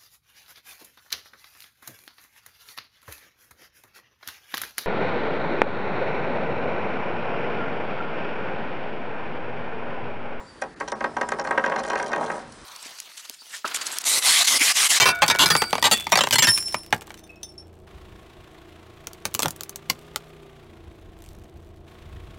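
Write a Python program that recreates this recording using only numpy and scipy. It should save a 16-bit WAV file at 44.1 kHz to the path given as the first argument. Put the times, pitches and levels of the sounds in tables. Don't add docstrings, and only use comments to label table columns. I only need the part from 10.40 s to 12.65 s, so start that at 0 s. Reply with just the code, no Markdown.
import sys
import numpy as np
from scipy import signal
from scipy.io import wavfile
from scipy.ndimage import uniform_filter1d

SR = 44100
rng = np.random.default_rng(int(sys.argv[2]) if len(sys.argv) > 2 else 0)


def inscribe(sig):
    pcm = np.round(np.clip(np.atleast_2d(sig).T, -1, 1) * 32767)
    wavfile.write(sys.argv[1], SR, pcm.astype(np.int16))


def elevation(decibels):
    levels = np.asarray(decibels, float)
    return 10 ** (levels / 20)


N = 99225

PLANK, BODY, CRACK = 0, 1, 2

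# start in seconds [s], body level [dB], plank level [dB], plank tilt [dB per octave].
KNOCKS = [(0.2159, -42, -27, 3), (0.2196, -13.5, -18, 2.5), (0.4012, -28, -28, 0), (.408, -15, -20, -0.5),
          (.478, -24.5, -27, 0), (0.4832, -31, -37, -2), (.521, -18, -18, -2), (.536, -39, -22.5, -2),
          (.608, -16.5, -18.5, -0.5), (0.6421, -8.5, -14, 2), (.767, -17.5, -15, 1),
          (0.8125, -11.5, -14.5, 1.5), (0.888, -19, -25.5, -1), (.920, -15, -15.5, -0.5),
          (.987, -23, -16.5, 1.5), (.997, -18, -25.5, 1), (1.049, -19, -21.5, 0),
          (1.072, -14.5, -19.5, 1.5), (1.109, -8, -14, 1.5), (1.1768, -4.5, -12, 1),
          (1.24, -9.5, -18.5, 3.5), (1.2624, -10, -15.5, -1.5), (1.297, -20.5, -20.5, 3)]
CLATTER = [(1.3197, -10.5, -16.5, 1.5), (1.361, -13, -18.5, 0.5), (1.386, -30, -17.5, 0.5),
           (1.399, -20.5, -27, -2), (1.435, -25, -30, 1), (1.450, -22, -25.5, -1), (1.477, -28, -24.5, 0),
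           (1.502, -12, -15.5, 1.5), (1.532, -16, -17, 0), (1.5564, -11.5, -19, 0), (1.580, -28, -23.5, -2),
           (1.597, -13.5, -18.5, 0), (1.629, -21.5, -25.5, -2.5), (1.663, -29, -28, 1),
           (1.692, -40, -23, -0.5), (1.718, -21.5, -24, -6), (1.732, -7.5, -15, 1),
           (1.761, -18.5, -20, -3.5), (1.781, -34, -16.5, -1), (1.810, -28, -17.5, 0.5),
           (1.828, -24, -23, 3), (1.842, -29, -24, -3), (1.878, -28, -24.5, -1.5),
           (1.900, -14.5, -19.5, -1), (1.918, -27, -24.5, -3), (1.934, -37, -27, -4),
           (1.954, -28, -30.5, 2), (1.980, -39, -30, 2), (2.000, -37, -32, -2), (2.022, -45, -38, -3),
           (2.055, -41, -38.5, -1)]
# start in seconds [s], crack level [dB], level of its bright edge [dB].
TICKS = [(0.216, -40, -38.5), (0.2196, -24.5, -40.5), (0.2337, -46, -58), (0.3999, -26.5, -43),
         (0.4068, -44, -43), (0.4184, -39, -59), (0.4765, -25, -60), (0.4823, -20, -40), (0.4984, -46, -54),
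         (0.5181, -21, -36.5), (0.606, -29, -53), (0.6411, -22.5, -45), (0.7673, -26, -43.5),
         (0.8115, -21.5, -38.5), (0.8128, -23, -38), (0.8884, -39, -39), (0.8884, -23.5, -35),
         (0.9187, -20, -38), (0.9863, -30, -44), (0.9958, -19, -50), (1.042, -49, -44), (1.048, -32, -48),
         (1.0717, -26, -46), (1.1088, -34, -40.5), (1.1214, -40, -54), (1.1774, -28, -41.5),
         (1.1769, -24.5, -47), (1.238, -29, -46), (1.2482, -30, -46), (1.2613, -20.5, -45.5),
         (1.297, -23.5, -47), (1.3195, -27.5, -49)]
RATTLE = [(1.3604, -24, -43), (1.3853, -26.5, -46), (1.3909, -23, -44), (1.397, -30.5, -38.5),
          (1.4324, -31, -48), (1.4363, -24.5, -39), (1.4482, -31, -38), (1.4587, -31, -51),
          (1.4645, -45, -41), (1.4774, -29, -43), (1.484, -29, -37.5), (1.4997, -21.5, -35),
          (1.5158, -35, -50), (1.5309, -25.5, -43), (1.5552, -20.5, -46), (1.5726, -29, -62),
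          (1.5782, -28, -40), (1.5884, -30, -41), (1.5978, -25.5, -45), (1.6265, -27, -38),
          (1.642, -39, -47), (1.6615, -26, -42), (1.669, -33, -42.5), (1.679, -31, -40.5),
          (1.6834, -33, -46), (1.6903, -32, -48)]
LAST_TICKS = [(1.7163, -28.5, -45), (1.73, -22.5, -41), (1.7464, -42, -52), (1.7601, -26.5, -40.5),
              (1.7792, -32, -50), (1.81, -35, -48), (1.8233, -38, -51), (1.8398, -29.5, -43),
              (1.8474, -38, -46), (1.8615, -30, -40), (1.8672, -28.5, -42), (1.899, -36, -52),
              (1.915, -38, -42), (1.9225, -39, -45), (1.9793, -41, -49), (1.992, -40, -51),
              (2.1215, -33, -44)]
PLANK_DB, BODY_DB, CRACK_DB = -5, -20.5, -10
EDGE_HZ, EDGE_DB = 6520, 7.5
CONTACT_HZ = 2680
LEAD_S, CRACK_LEAD_S = 0.00027, 0.0004
WALL_S, WOOD_WALL_DB, CRACK_WALL_DB = 0.0165, -12, -10.5


def knocks():
    wood, dull, bright = np.zeros((3, N + 2 * SR))
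    earlier = (-0.012, -28, -27, 0)
    for s, body_db, plank_db, tilt_db in KNOCKS + CLATTER + [earlier]:
        add(wood, PLANK, s - LEAD_S, plank_db + PLANK_DB, tilt_db)
        add(wood, BODY, s - LEAD_S, body_db + BODY_DB)
    for s, crack_db, edge_db in TICKS + RATTLE + LAST_TICKS:
        add(dull, CRACK, s - CRACK_LEAD_S, crack_db + CRACK_DB)
        add(bright, CRACK, s - CRACK_LEAD_S, edge_db + EDGE_DB)
    dull = filtered(dull, 4, EDGE_HZ)
    bright = filtered(bright, 4, EDGE_HZ, "highpass")
    delay = int(WALL_S * SR)
    wood = wood + elevation(WOOD_WALL_DB) * np.roll(wood, delay)
    edge = dull + elevation(CRACK_WALL_DB) * np.roll(dull, delay) + bright
    return (filtered(wood, 4, CONTACT_HZ) + edge)[SR:SR + N]


def add(out, layer, s, db, tilt_db=0.):
    x = ring(layer, rng.standard_normal((2, 14)), tilt_db)
    if layer == CRACK:
        x = skid(x)
    at = SR + int(s * SR)
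    out[at:at + len(x)] += elevation(db) * x


def skid(x):
    grains = rng.standard_normal(400) ** 3 * (np.arange(400) < 0.0028 * SR)
    return np.convolve(x, grains / np.linalg.norm(grains))


# pitch [Hz], level [dB], time to fade by 60 dB [s].
PLANK_MODES = [(164, -12.5, 0.4), (214.3, -11.5, 0.44), (239.5, -10.5, 0.59), (300.9, -12.5, 0.29),
               (363, -11, 0.32), (440.7, -1, 0.23), (533.9, 1.5, 0.19), (569, 0, 0.14), (407, -6, 0.29),
               (763.4, 1, 0.24), (814.5, 0, 0.21), (942, 3.5, 0.07), (982, -3, 0.2), (1097.8, 2.5, 0.15)]
BODY_MODES = [(1276, -8.5, 0.22), (1330, -2.5, 0.25), (2485, -11, 0.055), (1588, 7.5, 0.047),
              (1621, 1, 0.19), (1671, -0.5, 0.19), (1885, 2, 0.035), (1865, -2, 0.11), (2150, -8.5, 0.027),
              (2337, -11, 0.052), (2585, -10, .04)]
CRACK_MODES = [(2420, -2, 0.03), (3115, 7, 0.025), (4163, 7.5, 0.021), (4620, 3, 0.01), (5664, 7, 0.029),
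               (6090, 5, 0.017), (6760, 5, 0.0063), (7270, 0, 0.0054), (8780, 0, 0.0065),
               (9890, 0.5, 0.009)]
# lowest [Hz], highest [Hz], for plank, body and crack.
DENSE_HZ = (420, 1127), (1300, 3180), (2600, 6700)
DENSE_DB, DENSE_T60 = (-8.5, -13, -5.5), (0.2, 0.084, 0.028)
PUNCH_DB, PUNCH_T60 = (-4, 4, 3.5), (0.025, 0.043, 0.0044)
ECHO_S, ECHO_DB = 0.0033, (-13, 5, -14)
SCATTER_DB, DETUNE = (3.0, 3, 2.5), 0.0069
SWELL_CYCLES = (2.14, 0.03, 0.05)


def ring(layer, chance, tilt_db=0.):
    hz, db, t60 = np.array((PLANK_MODES, BODY_MODES, CRACK_MODES)[layer]).T[:, :, None]
    level_luck, pitch_luck = chance[:, :len(hz), None]
    t = np.arange(SR // (3, 5, 12)[layer]) / SR
    db = db + tilt_db * np.log2(hz / 650)
    sign = (-1.) ** (np.arange(len(hz))[:, None] // (2, 8, 1)[layer])
    level = sign * elevation(db + SCATTER_DB[layer] * level_luck)
    swell = 1 - np.exp(-t * hz / SWELL_CYCLES[layer])
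    tones = np.sin(2 * np.pi * hz * (1 + DETUNE * pitch_luck) * t)
    modes = level * fade(t, np.minimum(t60, 0.4)) * swell * tones
    dense = noise_band(len(t), *DENSE_HZ[layer]) * fade(t, DENSE_T60[layer])
    x = modes.sum(axis=0) / np.sqrt(np.sum(elevation(db) ** 2)) + elevation(DENSE_DB[layer]) * dense
    x = x * (1 + elevation(PUNCH_DB[layer]) * fade(t, PUNCH_T60[layer]))
    return x + elevation(ECHO_DB[layer]) * np.pad(x, (int(ECHO_S * SR), 0))[:len(t)]


# time in seconds [s], rolling level [dB].
ROLL = [(.4, -53), (.6, -49.5), (1.2, -30), (1.32, -28), (1.42, -35), (1.55, -28), (1.70, -32.5),
        (1.80, -30), (1.87, -34), (1.97, -37), (2.03, -41.5), (2.06, -56.5)]
# time in seconds [s], scraping level [dB].
SCRAPE = [(.4, -62.5), (1.05, -62), (1.4, -63), (1.66, -58.5), (1.77, -67), (1.81, -50), (1.88, -57),
          (1.91, -53), (2.01, -52.5), (2.05, -60), (2.13, -58), (2.25, -52)]


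def rolling():
    roll = bumps(ROLL, per_s=480, scatter_db=4)
    scrape = bumps(SCRAPE, per_s=1300, scatter_db=2)
    out = elevation(5.5 + 2.0 * walk(40.28)) * band(scrape, 6900, 10140)
    for x, layer, db in ((roll, PLANK, -2.5), (roll, BODY, -14.5), (scrape, CRACK, -2)):
        blow = ring(layer, np.zeros((2, 14)))
        out = out + elevation(db) * signal.fftconvolve(x, blow / np.linalg.norm(blow))[:N]
    return out


def bumps(curve, per_s, scatter_db):
    s, db = np.array(curve).T
    struck = rng.random(N) < per_s / SR
    size = np.minimum(rng.exponential(size=N), 3)
    level = elevation(np.interp(np.arange(N) / SR, s, db, left=-90))
    return unit(struck * elevation(scatter_db * size)) * level


SQUEAK_HZ, SQUEAK_S, SQUEAK_DB, SQUEAK_T60 = 4650, 0.061, -51.5, 0.85
SQUEAK_SAG = 0.099
WHINE_HZ, WHINE_DB, WHINE_T60 = 7300, -62.0, 0.8
WHISTLE_HZ, WHISTLE_S, WHISTLE_DB = 5230, (0.62, 1.12), -63.5


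def tip():
    t = np.arange(N) / SR
    since = np.maximum(t - SQUEAK_S, 0)
    pitch = SQUEAK_HZ * (1 - SQUEAK_SAG * since + 0.0103 * walk(68))
    tone = np.sin(2 * np.pi * np.cumsum(pitch) / SR)
    onset = np.minimum(since / 0.013, 1)
    squeak = tone * onset * fade(since, SQUEAK_T60) * elevation(SQUEAK_DB + 3.6 * walk(60))
    whine = noise_band(N, WHINE_HZ * 0.97, WHINE_HZ * 1.03) * elevation(WHINE_DB) * fade(t, WHINE_T60)
    whistle = noise_band(N, WHISTLE_HZ * 0.985, WHISTLE_HZ * 1.015) * elevation(WHISTLE_DB + 2.0 * walk(11.6))
    return squeak + whine + whistle * (t > WHISTLE_S[0]) * (t < WHISTLE_S[1])


# pitch [Hz], hiss level [dB per Hz].
ROOM = [(15, -27), (25, -9.5), (98, -5), (262, 0.5), (668, -9), (1800, -9), (2900, -22), (4560, -18.5),
        (7000, -27), (10500, -29), (22000, -120)]
ROOM_DB, FLICKER_DB = -47.5, 1.3
HUM_HZ, HUM_DB = 53.5, -61


def room():
    hz, db = np.array(ROOM).T
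    hiss = np.zeros(N)
    for f in 28 * 2 ** np.arange(0, 9, 0.5):
        level_db = np.interp(np.log(f), np.log(hz), db) + FLICKER_DB * walk(9.85)
        hiss += band(rng.standard_normal(N), f / 1.317, f * 1.08) * elevation(level_db)
    hum = noise_band(N, HUM_HZ * 0.56, HUM_HZ * 1.3)
    return elevation(ROOM_DB) * unit(hiss) + elevation(HUM_DB) * hum


def unit(x):
    return x / np.sqrt(np.mean(x ** 2))


def filtered(x, order, hz, kind="lowpass"):
    return signal.sosfilt(signal.butter(order, hz, kind, fs=SR, output="sos"), x)


def band(x, lo_hz, hi_hz):
    return filtered(x, 2, [lo_hz, hi_hz], "bandpass")


def noise_band(n, lo_hz, hi_hz):
    return unit(band(rng.standard_normal(n), lo_hz, hi_hz))


def fade(t, t60):
    return 10 ** (-3 * t / t60)


def walk(rate):
    k = int(SR / rate)
    steps = np.repeat(rng.standard_normal(N // k + 1), k)
    return unit(uniform_filter1d(uniform_filter1d(steps, k), k)[:N])


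def scene():
    top = filtered(knocks() + rolling(), 3, 107, "highpass")
    t = np.arange(SR // 2) / SR
    tail = rng.standard_normal(len(t)) * fade(t, 0.093) * (t > 0.012)
    echoes = signal.fftconvolve(top, tail / np.linalg.norm(tail))[:N]
    return (top + elevation(-23.5) * echoes + tip() + room())[None]


def band_limit(x):
    return signal.sosfilt(signal.butter(12, 11400, fs=SR, output="sos"), x)


# start in seconds [s], length [s], share lost [0 to 1].
DROPOUTS = [
    (0.345, 0.015, 0.8),
    (0.534, 0.017, .99),
    (1.031, 0.0064, 0.8),
]
LEFT_HZ, LEFT_S, LEFT_DB = 5600, (0.528, 0.554), -53.5
OVERLOAD, TOP_HZ = 0.68, 10500


def record(dry):
    t = np.arange(N) / SR
    dry = OVERLOAD * np.tanh(dry / OVERLOAD)
    lost = sum(share * (t > s) * (t < s + length) for s, length, share in DROPOUTS)
    lost = uniform_filter1d(lost, size=90)
    treble = dry - signal.sosfiltfilt(signal.butter(10, 2200, fs=SR, output="sos"), dry)
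    gate = uniform_filter1d(1. * (t > LEFT_S[0]) * (t < LEFT_S[1]), size=200)
    left = gate * np.sin(2 * np.pi * LEFT_HZ * t)
    mix = dry - lost * treble + elevation(LEFT_DB) * left
    top_cut = signal.cheby2(12, 60, TOP_HZ * 1.12, fs=SR, output="sos")
    return band_limit(signal.sosfilt(top_cut, mix))


dry = scene()
out = record(dry)
inscribe(out)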